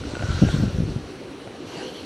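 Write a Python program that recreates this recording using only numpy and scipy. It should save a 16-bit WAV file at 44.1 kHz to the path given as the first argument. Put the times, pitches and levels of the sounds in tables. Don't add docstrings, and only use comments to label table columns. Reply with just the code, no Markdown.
import sys
import numpy as np
from scipy import signal
from scipy.io import wavfile

SR = 44100
rng = np.random.default_rng(int(sys.argv[2]) if len(sys.argv) > 2 else 0)


def volts_from_decibels(level):
    exponent = np.asarray(level, float) / 20
    return 10 ** exponent


def put_to_file(sound):
    columns = np.atleast_2d(sound).T
    safe = np.clip(columns, -1, 1)
    whole_steps = np.round(safe * 32767)
    wavfile.write(sys.argv[1], SR, whole_steps.astype(np.int16))


N = 90404

# (time [s], level [dB])
BLADE_PASSES = [(0.0, -44), (0.18, -44), (0.34, -39), (0.51, -38.5), (0.71, -44.5), (0.97, -47),
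                (1.6, -49.5), (1.76, -43), (1.89, -44.5), (1.92, -46), (1.97, -45.5), (2.05, -46)]
# (frequency [Hz], density [dB per Hz])
SWISH_SPECTRUM = [(200, -8), (500, -1.5), (1000, 0.5), (2000, -3), (4000, -5.5), (6500, -10), (10000, -26),
                  (15500, -44)]
# (time [s], pitch [Hz], level [dB])
TIP_WHISTLE = [(0, 8360, -76), (.08, 8250, -68), (.15, 8030, -57.5), (.22, 7600, -64), (.3, 7250, -68),
               (.4, 7000, -90), (2.05, 7000, -99)]
# (time [s], pitch [Hz], level [dB])
TRAILING_EDGE = [(0, 3300, -90), (1.64, 3350, -76), (1.71, 3250, -53), (1.756, 2900, -49),
                 (1.785, 2850, -52), (1.805, 2820, -46), (1.84, 3000, -49), (1.89, 3150, -45),
                 (1.92, 3000, -57), (1.96, 3250, -48), (2.0, 3100, -51.5), (2.05, 3000, -64)]
# (middle [s], half length [s], pitch [Hz], width [Hz], level [dB])
BLADE_EDGE_TONES = [(1.815, .035, 1620, 280, -45), (0.54, 0.035, 8200, 800, -61),
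                    (0.81, .04, 9500, 900, -67), (1.11, 0.067, 9900, 760, -78),
                    (1.8, 0.061, 730, 380, -43.5), (.36, 0.066, 3800, 620, -53.5),
                    (0.37, 0.18, 6700, 470, -59), (1.82, 0.1, 4400, 540, -53.5),
                    (1.72, 0.065, 11200, 800, -69), (1.95, 0.11, 11000, 2100, -65),
                    (.59, .075, 12200, 2000, -65), (.515, .012, 9500, 5000, -63),
                    (1.86, .04, 5800, 900, -58), (.17, 0.064, 1000, 200, -47), (1.79, .03, 4700, 500, -52),
                    (.45, 0.19, 5700, 280, -59), (0.52, 0.044, 8400, 500, -60),
                    (1.82, .05, 9800, 900, -63.5), (1.69, .03, 6000, 700, -60),
                    (1.98, .035, 4300, 430, -54), (1.42, 0.018, 3000, 300, -56.5),
                    (.2, 0.037, 9100, 500, -72)]
EDGE_TONE_FALL = 0.3

# (frequency [Hz], density [dB per Hz])
DRONE_SPECTRUM = [(30, -31), (70, -15), (115, -5.5), (185, -9), (310, -1), (500, -6), (620, -12),
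                  (1500, -33)]
DRONE_DB, DRONE_FOLLOWS_BLADE = -37.5, 0.1
# (middle [s], half length [s], pitch [Hz], width [Hz], level [dB])
GEAR_TONES = [
    (1.91, 0.117, 506, 8.8, -45),
    (2.5, 0.048, 350, 15, -44),
    (1.03, 0.031, 430, 19, -45),
    (1.14, 0.033, 380, 20, -42),
    (0.76, .07, 505, 15, -44.5),
    (1.2, 0.0496, 220, 25, -45),
    (1.65, 0.06, 285, 18, -44.5),
    (.07, 0.031, 278, 40, -39.5),
]

# (time [s], level [dB])
GUST = [(0, -35.5), (.2, -35), (.33, -28), (.45, -27.5), (.6, -26), (.75, -25.5), (.9, -29), (.99, -33),
        (1.15, -49.5), (2.05, -69)]
# (time [s], peak [dB], size as frequency [Hz], wake [ratio])
STRONG_EDDIES = [(0.016, -28, 85, 0.87), (0.074, -30.5, 80, .5), (0.138, -22, 280, .5),
                 (.170, -25, 420, -0.77), (0.205, -24, 150, 0.42), (0.2129, -23, 110, 0.13),
                 (0.2238, -22, 197, 0.9), (.238, -23.5, 150, 1), (.246, -22, 109, -.4),
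                 (0.2898, -18.5, 110, -.3), (0.305, -16, 98, 1.7), (.345, -26, 130, .5),
                 (.354, -24.5, 130, 0.85), (.375, -19, 89.5, -.8), (0.393, -18.5, 110, .8),
                 (0.4206, -6, 150, -0.11), (.426, -3.5, 188, -0.6), (0.4325, -8.5, 164, -1.1),
                 (0.4366, -4.5, 170, 1.45), (0.4506, -9.5, 155, -0.52), (0.4579, -17, 170, 0.71),
                 (.469, -14.5, 110, 1.5), (0.477, -19, 100, -.3), (0.531, -18, 109.8, .2),
                 (0.544, -10, 142, 0.65), (0.5504, -13.5, 169, 0.022), (0.564, -14.5, 160, .7),
                 (0.5718, -16, 139, -0.27), (.587, -17, 150, 1), (0.6002, -14.5, 166, -0.59),
                 (0.6072, -17, 170, 0.31), (.626, -12, 129, 1.2), (0.6358, -9.5, 166, 0.79),
                 (.640, -15, 220, 0.42), (.645, -16, 180, -1), (0.6567, -18, 158, 1.3),
                 (.672, -18.5, 128, 0.21), (0.681, -15, 129, -0.59), (.703, -24.5, 109.6, 1.3),
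                 (.748, -21, 101.3, 0.34), (0.7869, -12.5, 142, 1.4), (0.8048, -12, 144, 1.5),
                 (0.823, -16.5, 170, -0.11), (.835, -18, 111, -0.34), (.856, -21.5, 100, -0.42),
                 (0.8869, -20.5, 247, 0.33), (.894, -21.5, 150, -.5), (0.904, -23, 220, -.3),
                 (.963, -13.5, 133, 0.2), (.971, -20.5, 119, -.3)]
SMALL_EDDIES_PER_S, EDDY_SPREAD_DB, EDDY_HZ_RANGE = 260, 1.5, (62.7, 310)
EDDY_CORE_DB, EDDY_CORE_RATIO, SMALL_EDDY_WAKE = -15, 3.16, 0.58
WIND_PAN_DB = 0.63
# (time [s], pitch [Hz], level [dB])
HOUSING_WHISTLE_HIGH = [(0, 1430, -58), (.2, 1442, -54), (.26, 1480, -42), (.35, 1514, -43),
                        (.45, 1572, -44), (.55, 1590, -43.5), (.62, 1558, -46.5), (.72, 1500, -56),
                        (.95, 1450, -64), (2.05, 1450, -88)]
# (time [s], pitch [Hz], level [dB])
HOUSING_WHISTLE_LOW = [(0, 1402, -59), (.22, 1400, -57), (.27, 1342, -41.5), (.39, 1396, -41),
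                       (.47, 1429, -44), (.55, 1377, -48), (.65, 1396, -49), (.75, 1380, -53.5),
                       (.95, 1380, -62), (2.05, 1383, -88)]
HOUSING_WHISTLE_WIDTH_HZ = 118
# (time [s], pitch [Hz], level [dB])
PORT_EDGE_HISS = [(0, 11000, -100), (.42, 11500, -78), (.52, 12500, -71), (.6, 13600, -71),
                  (.7, 13800, -72), (.82, 13900, -73), (.89, 13530, -84), (2.05, 13600, -99)]
# (time [s], level [dB], low body mode [dB], crack [dB])
STRAP_TICKS = [(.037, -28, -27, -6), (.1125, -32, -6, -8), (0.1527, -20.5, -27, -8), (.15525, -25, -12, -8),
               (.168, -24, -8, -6), (0.1942, -23, -17, -6), (.211, -27, -13, -12), (.2250, -21, -1.5, -2),
               (0.2349, -28.5, 2.5, -2), (.388, -26, -15, -3), (0.4877, -28, 7.5, 8),
               (1.475, -39, 10.5, 12)]
# (frequency [Hz], level [dB], 60 dB decay [s])
HOUSING_MODES = [
    (677, 3, 0.016),
    (1450, -4.5, 0.035),
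    (2620, -22, 0.013),
    (2020, -3, 0.003),
]
CONTACT_HZ = 5000

# (frequency [Hz], density [dB per Hz])
FIELD_SPECTRUM = [(400, -11), (1000, 1), (2000, -2.5), (4000, -8), (7000, -18), (10000, -19), (12000, -31),
                  (15500, -36)]
FIELD_DB = -48.5
WHINE_HZ, WHINE_DB, WHINE_FADE_DB_PER_S = 3999.5, -67, 7
# (frequency [Hz], side against mid [dB])
SIDE_LEVEL = [(100, -46), (400, -31.5), (1200, -23.5), (2300, -26), (3500, -23.5), (4200, -14.5),
              (6000, -25.5), (15000, -20)]
# (frequency [Hz], width [Hz], boost [dB])
PORT_RESONANCES = [(2820, 510, 3.5), (4220, 550, 5.5), (5690, 600, 6), (9400, 880, 4), (5030, 510, -3.5),
                   (11400, 740, 2), (12400, 1600, -4.5)]


def rms_one(x):
    return x / np.sqrt(np.mean(x ** 2) + 1e-20)


def in_time(rows):
    s, *columns = np.transpose(rows)
    return [np.interp(np.arange(N) / SR, s, c) for c in columns]


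def drift(rate):
    r = np.exp(-80 * np.pi * rate / SR)
    white = rng.standard_normal(N // 40 + 2002)
    slow = signal.lfilter([1], [1, -2 * r, r * r], white)[2000:]
    return np.interp(np.arange(N) / 40, np.arange(len(slow)), rms_one(slow))


def banded_noise(spectrum, patchy_db):
    hz_points, db_points = np.transpose(spectrum)
    side_hz, side_points = np.transpose(SIDE_LEVEL)
    edges = 25 * 2 ** np.arange(0, 9.5, 1 / 3)
    together = drift(7)
    white = rng.standard_normal((2, 2, N))
    out = 0
    for k, (low, high) in enumerate(zip(edges, edges[1:])):
        if low > hz_points[-1] or high < hz_points[0]:
            continue
        band = signal.butter(2, [low, high], "band", fs=SR, output="sos")
        mid, side = signal.sosfilt(band, white[k % 2])
        log_hz = np.log(low * high) / 2
        db = np.interp(log_hz, np.log(hz_points), db_points)
        side_db = np.interp(log_hz, np.log(side_hz), side_points)
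        flicker_db = patchy_db * (0.19 * together + drift(9.3))
        out = out + volts_from_decibels(db + flicker_db) * (mid + volts_from_decibels(side_db) * side * [[1], [-1]])
    return rms_one(out)


def narrow_noise(phase, width_hz):
    low_pass = signal.butter(2, width_hz / 2, fs=SR, output="sos")
    a, b = signal.sosfilt(low_pass, rng.standard_normal((2, N)))
    return rms_one(a * np.cos(phase) + b * np.sin(phase))


def whistle(rows, width_hz, lumpy_db):
    hz, db = in_time(rows)
    phase = 2 * np.pi * np.cumsum(hz) / SR
    return volts_from_decibels(db + lumpy_db * drift(15.6)) * narrow_noise(phase, width_hz)


def swells(rows, fall_per_s):
    out = np.zeros(N)
    for s, half_s, hz, width_hz, db in rows:
        t = np.arange(N) / SR - s
        phase = 2 * np.pi * hz * (t - fall_per_s * t * t / 2)
        out += volts_from_decibels(db) * narrow_noise(phase, width_hz) * np.exp(-(t / half_s) ** 4)
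    return out


def blades(blade_db):
    power = volts_from_decibels(2 * blade_db) - volts_from_decibels(2 * (FIELD_DB + 0.5))
    level = np.sqrt(np.maximum(power, 0)) * volts_from_decibels(1.0)
    swish = level * banded_noise(SWISH_SPECTRUM, patchy_db=2.15)
    tip = whistle(TIP_WHISTLE, width_hz=170, lumpy_db=-2.0)
    trailing_edge = whistle(TRAILING_EDGE, width_hz=430, lumpy_db=0.0)
    return swish + tip + trailing_edge + swells(BLADE_EDGE_TONES, EDGE_TONE_FALL)


def nacelle(blade_db):
    level = volts_from_decibels(DRONE_DB + DRONE_FOLLOWS_BLADE * (blade_db + 44.0))
    return level * banded_noise(DRONE_SPECTRUM, patchy_db=2.5) + swells(GEAR_TONES, 0)


def eddy(hz, wake):
    u = np.pi * hz * np.arange(-1200, 1201) / SR
    core = np.cos(2 * EDDY_CORE_RATIO * u + 0.63) * np.exp(-1.3 * u * u)
    return (1 - wake * u - 2 * u * u) * np.exp(-u * u) + volts_from_decibels(EDDY_CORE_DB) * core


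def buffeting():
    gust = volts_from_decibels(in_time(GUST)[0])
    strength = volts_from_decibels(EDDY_SPREAD_DB * np.minimum(rng.exponential(1, N), 2.5))
    born = (rng.random(N) < SMALL_EDDIES_PER_S / SR) * strength * rng.choice([-1, 1], N)
    size = rng.integers(0, 8, N)
    small = np.zeros(N)
    for k, hz in enumerate(np.geomspace(*EDDY_HZ_RANGE, num=8)):
        shape = eddy(hz, SMALL_EDDY_WAKE) * (hz / 100) ** -.6
        small += signal.fftconvolve(born * (size == k), shape, "same")
    small = rms_one(small)
    out = np.pad(small * gust, 1200)
    for s, db, hz, wake in STRONG_EDDIES:
        start = int(s * SR)
        out[start:start + 2401] += volts_from_decibels(db) * eddy(hz, wake)
    out = signal.sosfilt(signal.butter(1, 45, "high", fs=SR, output="sos"), out[1200:-1200])
    lean = np.clip(np.arange(N) / SR / 0.39, 0, 1) * [[1], [-1]]
    difference = volts_from_decibels(-30) * small[::-1] * gust * [[1], [-1]]
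    return out * volts_from_decibels(WIND_PAN_DB * lean) + difference


def wind_whistle():
    high = whistle(HOUSING_WHISTLE_HIGH, HOUSING_WHISTLE_WIDTH_HZ, lumpy_db=0.0)
    low = whistle(HOUSING_WHISTLE_LOW, HOUSING_WHISTLE_WIDTH_HZ, lumpy_db=0.5)
    return high + low + whistle(PORT_EDGE_HISS, width_hz=900, lumpy_db=.8)


def strap_ticks():
    s, db, low_db, crack_db = np.transpose(STRAP_TICKS)
    last = len(HOUSING_MODES) - 1
    out = np.zeros(N)
    for k, (hz, mode_db, t60) in enumerate(HOUSING_MODES):
        taps = np.full(N, 1e-18)
        taps[(s * SR).astype(int)] = volts_from_decibels(db + mode_db + low_db * (k == 0) + crack_db * (k == last))
        r, w = volts_from_decibels(-60 / (t60 * SR)), 2 * np.pi * hz / SR
        out += signal.lfilter([0, np.sin(w)], [1, -2 * r * np.cos(w), r * r], taps)
    return signal.sosfilt(signal.butter(2, CONTACT_HZ, fs=SR, output="sos"), out)


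def field_hiss():
    return volts_from_decibels(FIELD_DB) * banded_noise(FIELD_SPECTRUM, patchy_db=1.46)


def electronics_whine():
    t = np.arange(N) / SR
    out = np.zeros(N)
    for harmonic, db in zip((1, 2, 3), (1.5, 0, -22)):
        level = volts_from_decibels(WHINE_DB + db - WHINE_FADE_DB_PER_S * t + 4.3 * drift(3.6))
        out += level * np.sin(2 * np.pi * harmonic * WHINE_HZ * t)
    return out


def scene():
    blade_db, = in_time(BLADE_PASSES)
    turbine = blades(blade_db) + nacelle(blade_db)
    wind = buffeting() + wind_whistle() + strap_ticks()
    return turbine + wind + field_hiss() + electronics_whine()


def resonance(hz, width_hz):
    r = np.exp(-np.pi * width_hz / SR)
    return (1 - r * r) / 2 * np.array([1, 0, -1]), [1, -2 * r * np.cos(2 * np.pi * hz / SR), r * r]


def top_cut(x):
    return signal.sosfilt(signal.butter(12, 15770, fs=SR, output="sos"), x)


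def record(dry):
    mix = dry
    for hz, width_hz, db in PORT_RESONANCES:
        mix = mix + (volts_from_decibels(db) - 1) * signal.lfilter(*resonance(hz, width_hz), mix)
    return top_cut(mix)


dry = scene()
out = record(dry)
put_to_file(out)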